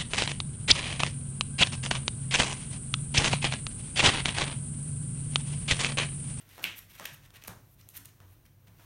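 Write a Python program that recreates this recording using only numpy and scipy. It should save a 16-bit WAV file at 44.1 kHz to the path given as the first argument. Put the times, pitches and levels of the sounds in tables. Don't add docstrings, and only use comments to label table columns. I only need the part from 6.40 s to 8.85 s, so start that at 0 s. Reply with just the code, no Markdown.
import sys
import numpy as np
from scipy import signal
from scipy.fft import rfft, irfft, next_fast_len
from scipy.io import wavfile
from scipy.ndimage import map_coordinates

SR = 44100
rng = np.random.default_rng(int(sys.argv[2]) if len(sys.argv) > 2 else 0)


def waveform_to_disk(signal):
    frames = np.transpose(np.atleast_2d(signal))
    scaled = np.clip(frames, -1, 1) * 32767
    samples = np.round(scaled).astype(np.int16)
    wavfile.write(sys.argv[1], SR, samples)


def natural_amplitude(level_db):
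    exponent = np.asarray(level_db, float) / 20
    return 10 ** exponent


N = 108045

# (frequency [Hz], density [dB per Hz])
SLEEVE = [(1500, -34), (3500, -5), (6000, -7), (9000, -3), (12500, 7.5), (16000, -4)]


def unit(x):
    return x / np.sqrt(np.mean(x ** 2) + 1e-20)


def along(points, hz):
    f, v = np.transpose(points)
    return np.interp(np.log(hz + 1), np.log(f + 1), v)


def filtered(x, response):
    m = next_fast_len(len(x) + 8192)
    hz = np.fft.rfftfreq(m, 1 / SR)
    return irfft(rfft(x, m) * response(hz), m)[:len(x)]


def noise(spectrum):
    closed = [(spectrum[0][0] / 2, -60)] + list(spectrum)
    return unit(filtered(rng.standard_normal(N), lambda hz: natural_amplitude(along(closed, hz))))


def wobble(rate):
    knots = rng.standard_normal(int(N * rate / SR) + 4)
    return map_coordinates(knots, [np.arange(N) * rate / SR])


def add(out, s, sound):
    part = out[max(round(s * SR), 0):][:len(sound)]
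    part += sound[:len(part)]


def contacts(rows, colour_at):
    push_s, crack_s, crack_room_db = 0.0013, 0.0013, -1
    out, t = np.zeros(N), np.arange(SR // 50) / SR
    impulse = 1. * (t == t[64])
    for s, db, hz, crack_db, room_db in rows:
        push, crack = rng.standard_normal((2, len(t)))
        push[6] += 7
        card = colour_at(hz)
        sleeve = lambda f: natural_amplitude(along(SLEEVE, f) / 2)
        ring = filtered(push * np.exp(-t / push_s), card)
        crack = filtered(crack * t * np.exp(-t / crack_s * 2), sleeve)
        parts = ((db, ring, card, room_db),
                 (db + crack_db, crack, sleeve, room_db + crack_room_db))
        for peak_db, part, colour, share_db in parts:
            part = natural_amplitude(peak_db) * part / abs(part).max()
            click = filtered(impulse, colour)
            sent = natural_amplitude(share_db) * np.linalg.norm(part) / np.linalg.norm(click)
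            add(out, s, part)
            add(out, s, sent * signal.fftconvolve(click, tail()))
    return out


def snaps():
    # (time [s], peak [dB], card ring [Hz], sleeve crack [dB re ring], room share [dB])
    flicks = [
        (.2411, -14.5, 2710, -12.5, 0),
        (.6572, -28.5, 2820, -4, 0.5),
        (1.049, -43, 2450, 0, -1.5),
        (1.412, -47.5, 5340, -12, -2),
        (1.4886, -55.5, 3100, 21, -0.5),
        (1.648, -53.5, 5770, 4, -9),
        (1.656, -45.5, 6140, 10, -4),
        (2.054, -60, 2050, 5, 0),
    ]
    q = 2.2

    def card_ring(hz):
        return lambda f: (1j * f * hz / q / (hz * hz - f * f + 1j * f * hz / q)) ** 2
    return contacts(flicks, card_ring)


def taps():
    # (time [s], peak [dB], dull above [Hz], sleeve crack [dB re tap], room share [dB])
    touches = [(.091, -50, 2500, 1.5, 7.5), (.1803, -33.5, 1310, -10.5, 5), (.195, -40, 1490, -2.5, -3.5),
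               (.229, -31.5, 2000, -9, 8.5), (.2385, -45.5, 4000, 6.5, 4), (.498, -57, 2500, 2, 7.5),
               (.5977, -27.5, 1230, -13.5, 1), (.610, -45, 2500, -11, -4.5), (.905, -46.5, 1090, -8, -6),
               (.94, -45.5, 1980, -9.5, 6.5), (1.0382, -34.5, 3470, -3.5, 2), (1.0808, -25, 1500, -4, -1.5),
               (1.577, -48, 4000, 9.5, -6), (1.803, -43, 1200, -5.5, 0.5), (2.272, -51.5, 900, -8.5, 3.5),
               (2.387, -50.5, 2200, -17, 14)]
    low_hz = 250

    def soft_contact(hz):
        return lambda f: 1j * f / (low_hz + 1j * f) / (1 + 1j * f / hz) ** 1.02
    return contacts(touches, soft_contact)


def slides():
    # (end [s], length [s], sleeve hiss [dB], card rustle [dB])
    scrapes = [(.03, 0.15, -68.5, -63), (0.182, 0.18, -67, -60.5), (0.245, 0.033, -47.5, -55),
               (0.392, 0.046, -47, -53.5), (0.43, 0.018, -75, -58.5), (0.519, 0.046, -62.5, -59),
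               (0.566, 0.05, -58, -55), (0.597, 0.032, -65, -53.5), (0.65, 0.062, -66.5, -53),
               (0.6562, 0.0048, -43.5, -35.5), (0.747, 0.029, -53.5, -57.5), (0.865, 0.065, -79, -61.5),
               (0.971, 0.049, -64, -54.5), (1.026, 0.018, -68, -56.5), (1.078, 0.0048, -39.5, -66),
               (1.346, 0.12, -67.5, -93), (1.415, 0.046, -65, -63), (1.503, .02, -58, -79),
               (1.563, 0.04, -53.5, -55.5), (1.573, 0.017, -42.5, -55), (1.58, 0.023, -50, -54.5),
               (1.66, 0.022, -65, -57), (1.692, 0.015, -66, -63), (1.941, 0.13, -70.5, -74.5),
               (2.065, 0.023, -74.5, -64), (2.285, 0.026, -89, -62), (2.45, 0.15, -70, -68.5)]
    # (frequency [Hz], density [dB per Hz])
    rustle = [(300, -19), (800, -21), (2000, -10.5), (3000, -10.5), (4500, -15), (7000, -21)]
    rise_power, stop_s, grain_db, grains_per_s = 1.67, 0.003, 2, 420
    t = np.arange(N) / SR
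    power = np.zeros((2, N))
    for end, length, hiss_db, rustle_db in scrapes:
        swell = np.clip(1 - (end - t) / length, 0, 1)
        stop = np.exp(-np.clip(t - end, 0, None) / stop_s)
        shape = np.sin(swell * np.pi / 2) ** rise_power * stop
        power += natural_amplitude([[hiss_db], [rustle_db]]) ** 2 * shape ** 2
    grain = unit(natural_amplitude(grain_db * wobble(grains_per_s)))
    return grain * (np.sqrt(power[0]) * noise(SLEEVE) + np.sqrt(power[1]) * noise(rustle))


def thumps():
    # (time [s], peak [dB], table mode [Hz])
    pushes = [(.18, -52, 119), (.243, -43, 179.4), (0.602, -49.5, 185), (.72, -42, 136.4),
              (1.083, -40.5, 184), (1.09, -37.5, 106.8), (1.585, -45.5, 106), (1.586, -54.5, 279),
              (0.249, -54, 334.4), (2.392, -60.5, 289), (1.803, -45.5, 100), (2.28, -50.5, 167)]
    t60_s, onset_s = 0.092, 0.0032
    out, t = np.zeros(N), np.arange(SR // 3) / SR
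    for s, db, hz in pushes:
        boom = np.sin(2 * np.pi * hz * t) * (1 - np.exp(-t / onset_s))
        add(out, s, natural_amplitude(db - 60 * t / t60_s) * boom)
    return out


def tail():
    # (frequency [Hz], t60 [s])
    wall_t60 = [(150, 0.76), (400, 0.44), (1000, 0.4), (2800, 0.31), (7000, 0.43), (14000, .26)]
    # (frequency [Hz], level [dB])
    wall_colour = [(150, 2), (600, 5), (1500, 7), (3000, 0.5), (7000, 1), (14000, -2.5)]
    delay_s, fill_s, room_db, near_share = 0.0042, 0.002, -2, 0.34
    hz, t, z = signal.stft(rng.standard_normal(SR // 2), SR, nperseg=256)
    decay_db = along(wall_colour, hz)[:, None] - 60 * t / along(wall_t60, hz)[:, None]
    x = signal.istft(z * natural_amplitude(decay_db), SR, nperseg=256)[1]
    late = np.clip(np.arange(len(x)) / SR - delay_s, 0, None)
    x = x * (near_share + 1 - np.exp(-late / fill_s))
    return natural_amplitude(room_db) * x / np.linalg.norm(x)


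def air():
    # (frequency [Hz], density [dB per Hz])
    hiss = [(250, -3), (350, -6.5), (800, -9.5), (1700, -14.5), (3500, -17.5), (8000, -23.5), (16000, -13)]
    # (frequency [Hz], density [dB per Hz])
    rumble = [(20, -49), (40, -1), (70, -9), (135, -5), (200, -17.5), (320, -21.5)]
    hum_hz, hum_wander_hz, hum_sway_db = 100, 3.55, 3
    hiss_db, rumble_db, hum_db = -67.5, -63.5, -63.5
    turns = np.cumsum(hum_hz + hum_wander_hz * wobble(14)) / SR
    hum = natural_amplitude(hum_sway_db * wobble(17)) * np.sin(2 * np.pi * turns)
    breath = natural_amplitude(hiss_db + 1.1 * wobble(7.4)) * noise(hiss)
    low = natural_amplitude(rumble_db) * noise(list(rumble) + [(600, -52)])
    return breath + low + natural_amplitude(hum_db) * unit(hum)


def scene():
    rub, boom = slides(), thumps()
    rub_walls = natural_amplitude(-3.5) * signal.fftconvolve(rub, tail())[:N]
    boom_walls = natural_amplitude(-5) * signal.fftconvolve(boom, tail())[:N]
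    return (snaps() + taps() + rub + boom + rub_walls + boom_walls + air())[None]


def roll_off(x):
    return signal.sosfilt(signal.butter(12, 16850, fs=SR, output="sos"), x)


def record(dry):
    # (frequency [Hz], level [dB])
    mic = [(4000, 1), (4800, -1), (6000, 3.5), (7600, 0), (9000, 4), (10400, -1), (12000, 2), (15500, 1.5)]
    top_hz, top_leak_db, end_hz = 15900, -40, 16800

    def response(hz):
        return natural_amplitude(along(mic, hz) + top_leak_db * (hz > top_hz)) * (hz < end_hz)
    return roll_off(filtered(dry[0], response)[None])


dry = scene()
out = record(dry)
waveform_to_disk(out)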